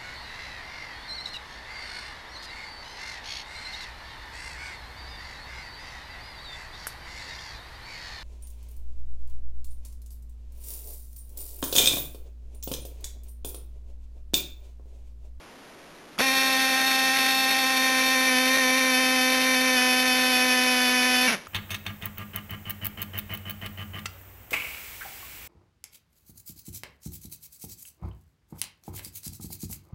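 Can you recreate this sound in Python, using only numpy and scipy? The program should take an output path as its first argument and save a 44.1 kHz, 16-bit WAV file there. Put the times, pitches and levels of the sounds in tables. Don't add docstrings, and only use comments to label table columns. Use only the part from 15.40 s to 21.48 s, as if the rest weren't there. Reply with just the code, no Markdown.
import sys
import numpy as np
from scipy import signal
from scipy.fft import rfft, irfft, next_fast_len
from scipy.io import wavfile
from scipy.ndimage import uniform_filter1d, map_coordinates

SR = 44100
rng = np.random.default_rng(int(sys.argv[2]) if len(sys.argv) > 2 else 0)


def master(y):
    cut = np.clip(np.atleast_2d(y).T, -1, 1)
    pcm = np.round(cut * 32767)
    wavfile.write(sys.argv[1], SR, pcm.astype(np.int16))


N = 267944
ON_S, OFF_S = 0.779, 5.868
HOLD_HZ = 8000


def undb(db):
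    return 10 ** (np.asarray(db) / 20)


def unit(x):
    return x / np.sqrt(np.mean(x ** 2))


def curve(table):
    return np.interp(np.arange(N) / SR, *np.transpose(table))


def swell(at_s, half_s):
    return np.exp(-((np.arange(N) / SR - at_s) / half_s) ** 2)


def wander(hz):
    lowpass = signal.butter(2, hz, fs=SR / 20, output="sos")
    steps = signal.sosfilt(lowpass, rng.standard_normal(N // 20 + 2))
    return np.interp(np.arange(N) / 20, np.arange(len(steps)), unit(steps))


def colour(x, spectrum):
    hz, db = np.transpose(spectrum)
    size = next_fast_len(N, True)
    bins_hz = np.maximum(np.fft.rfftfreq(size, 1 / SR), 1)
    gain = undb(np.interp(np.log(bins_hz), np.log(hz), db)) * (bins_hz < HOLD_HZ / 2)
    return unit(irfft(rfft(x, size) * gain, size)[:N])


# frequency_hz, level_db
AIR_SPECTRUM = [(20, -1.5), (110, -15.5), (170, 3.5), (300, 4), (600, 1), (1000, -3), (2000, -5.5),
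                (3900, -16.5)]


def workshop_air(level_db=-54.5):
    return undb(level_db) * colour(rng.standard_normal(N), AIR_SPECTRUM)


# time_s, stroke_rate_hz
MOTOR_SPEED = [(0.85, 266.6), (1.25, 263.4), (2.0, 263.2), (2.4, 261), (2.86, 259.6), (2.95, 254.7),
               (3.03, 257.8), (3.2, 262.4), (3.28, 254.3), (3.36, 263.1), (3.55, 256.2), (3.63, 256.9),
               (4.28, 256.7), (4.39, 252), (4.6, 255.1), (5.0, 253), (5.55, 250.2), (5.86, 253.3)]


def motor_speed(hunt, hunt_hz=1.0):
    return curve(MOTOR_SPEED) + hunt_hz * hunt


# time_s, load_fraction
PUMP_LOAD = [(0.85, 0.14), (2.0, 0.01), (2.42, 0.16), (2.86, 0.35), (2.94, 0.76), (3.38, 0.36),
             (3.62, 0.84), (3.95, 0.68), (4.27, 0.65), (4.39, 0.83), (5.0, 0.84)]


def pump_load(hunt, easing=0.075):
    return np.clip(curve(PUMP_LOAD) - easing * hunt, 0, 1)


# harmonic_number, free_running_db, half_load_db, full_load_db
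STROKE_PARTIALS = [(1, -35, -31, -31.5), (2, -43.5, -32.5, -40), (3, -31.5, -41, -33),
                   (4, -35.5, -33, -41.5), (5, -40.5, -44, -39), (6, -37, -39, -35), (7, -30.5, -27, -32),
                   (8, -42.5, -35, -38.5), (9, -34.5, -28, -42), (10, -30.5, -38.5, -26.5),
                   (11, -51.5, -57, -45), (12, -40.5, -37, -30.5), (13, -35, -48.5, -41.5),
                   (14, -29, -34, -30.5), (15, -64, -45, -47.5)]


def buzz(turns, load, shake, rough, flutter_hz=52, drift=0.098, smear_rad=2.9, breakup_db=0.43):
    first_half, second_half = np.minimum(2 * load, 1), np.maximum(2 * load - 1, 0)
    angle = 2 * np.pi * (turns % 1)
    out = 0
    for order, free_db, half_db, full_db in STROKE_PARTIALS:
        free, half, full = undb([free_db, half_db, full_db])
        size = free + (half - free) * first_half + (full - half) * second_half
        size = size * undb(-breakup_db * order * shake)
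        unsteady = np.tanh(order / 7) ** 1.5
        phase = order * angle - smear_rad * rng.uniform(-1.1, 1)
        strength = 1 + unsteady * (rough * wander(flutter_hz) + drift * wander(6.6))
        timing = unsteady * rough * wander(flutter_hz)
        out = out + size * (strength * np.cos(phase) + timing * np.sin(phase))
    return np.sqrt(2) * out


# frequency_hz, level_db
CASING_SPECTRUM = [(40, -38), (120, -26), (250, -12), (400, -12), (650, -8), (930, -16), (1150, -13),
                   (1450, -6), (1700, -6), (2150, -1), (2500, -1), (2900, -6), (3250, -10), (3600, -2),
                   (3900, -4)]


def rattle(turns, bite=0.56, lopsided=0.77, scatter_db=-1.5, throb_db=0.8):
    angle = 2 * np.pi * turns
    impacts = np.exp(bite * np.cos(2 * angle) + lopsided * np.cos(angle))
    force = undb(scatter_db * wander(220) + throb_db * wander(12.0))
    return colour(rng.standard_normal(N) * impacts * force, CASING_SPECTRUM)


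# peak_s, extra_rattle_db
RATTLE_FITS = [(1.298, 2), (1.78, 2.5), (2.11, 3.5), (2.43, 4), (2.615, 3.5), (2.894, 4), (3.169, 2.5),
               (3.945, 3), (4.015, 3)]


def compressor(rattle_db=-30.5, roughness=0.255, jitter_hz=1.0, stumble_hz=36):
    start_hz, spin_up_s, settle_s, attack_s = 190.17, 0.047, 0.047, 0.015
    coast_hz_per_s, coast_db_per_s, coast_s, release_s = 560, -32, 0.076, 0.017
    start_jolt_db, stop_jolt_db, stop_jolt_s = 10.5, 2.5, 0.023
    t = np.arange(N) / SR
    since_on, since_off = np.maximum(t - ON_S, 0), np.maximum(t - OFF_S, 0)
    fit_db = sum(db * swell(peak_s, half_s=0.019) for peak_s, db in RATTLE_FITS)
    hunt = wander(11)
    powered_hz = motor_speed(hunt)
    spun_up = np.minimum(since_on / spin_up_s, 1)
    hz = start_hz + (powered_hz - start_hz) * spun_up - coast_hz_per_s * since_off
    hz += 0.5 * fit_db
    start_shake = np.maximum(1 - (since_on / settle_s) ** 2, 0)
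    stop_shake = 0.65 * np.minimum(since_off / stop_jolt_s, 1)
    shake = np.clip(start_shake + stop_shake, 0, 1)
    turns = np.cumsum(hz + (jitter_hz + stumble_hz * shake) * wander(113.6)) / SR
    mean_hz = uniform_filter1d(powered_hz, int(0.55 * SR))
    racing_db = fit_db + 0.4 * (powered_hz - mean_hz)
    jolt_db = start_jolt_db * start_shake + stop_jolt_db * swell(OFF_S + stop_jolt_s, stop_jolt_s)
    looseness = undb(racing_db + jolt_db)
    rough = np.minimum(roughness * looseness, .45)
    whine = undb(-0.33 * racing_db) * buzz(turns, pump_load(hunt), shake, rough)
    chatter = undb(rattle_db) * looseness * rattle(turns)
    attack = np.minimum(since_on / attack_s, 1) ** 2
    release = undb(coast_db_per_s * since_off) * np.exp(-np.maximum(since_off - coast_s, 0) / release_s)
    return attack * release * (whine + chatter)


# start_s, level_db, pitch_hz, decay_s
JOLT_KNOCKS = [(.7805, -26, 1327, 0.0022), (0.7876, -20, 3370, 0.0071), (.793, -24, 740, 0.01),
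               (.807, -20.5, 486, 0.0094), (5.898, -21.5, 2458, 0.0075), (6.07, -28.5, 1286, 0.002)]


def knocks(crack=0.082):
    out, age = np.zeros(N + SR), np.arange(SR // 10) / SR
    for start_s, level_db, pitch_hz, decay_s in JOLT_KNOCKS:
        ring = np.sin(2 * np.pi * pitch_hz * age) + crack * rng.standard_normal(len(age))
        out[int(start_s * SR):][:len(age)] += undb(level_db) * np.exp(-age / decay_s) * ring
    return out[:N]


# pitch_hz, level_db
SQUEAK_TONES = [(2275, -21.5), (2760, -24)]


def squeak(peak_s=5.888, waver_hz=25):
    tones = 0
    for pitch_hz, level_db in SQUEAK_TONES:
        turns = np.cumsum(pitch_hz + waver_hz * wander(100)) / SR
        tones = tones + undb(level_db) * np.sin(2 * np.pi * turns)
    return swell(peak_s, half_s=0.016) * tones


def bench(x, hz=254, width_hz=10, ring_db=-16):
    return x + undb(ring_db) * signal.lfilter(*signal.iirpeak(hz, hz / width_hz, fs=SR), x)


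def room(x, t60_s=0.47, wet_db=-15):
    t = np.arange(SR // 2) / SR
    tail = rng.standard_normal(len(t)) * np.exp(-np.log(1000) * t / t60_s) * (t > .006)
    return x + undb(wet_db) * signal.fftconvolve(x, tail / np.linalg.norm(tail))[:N]


def scene():
    machine = compressor() + knocks() + squeak()
    return (room(bench(machine)) + workshop_air())[None]


def record(dry):
    saturated = .6 * np.tanh(dry[0] / .6)
    telephone_band = signal.ellip(8, .2, 60, HOLD_HZ / 2, fs=SR, output="sos")
    narrow = signal.sosfilt(telephone_band, saturated)
    hold_positions = np.floor(np.arange(N) * HOLD_HZ / SR) * SR / HOLD_HZ
    held = map_coordinates(narrow, [hold_positions], order=3)
    stepped = (np.floor(held * 128) + .5) / 128
    treble_limit = signal.ellip(12, .2, 80, 12750, fs=SR, output="sos")
    return signal.sosfilt(treble_limit, stepped)[None]


dry = scene()
out = record(dry)
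master(out)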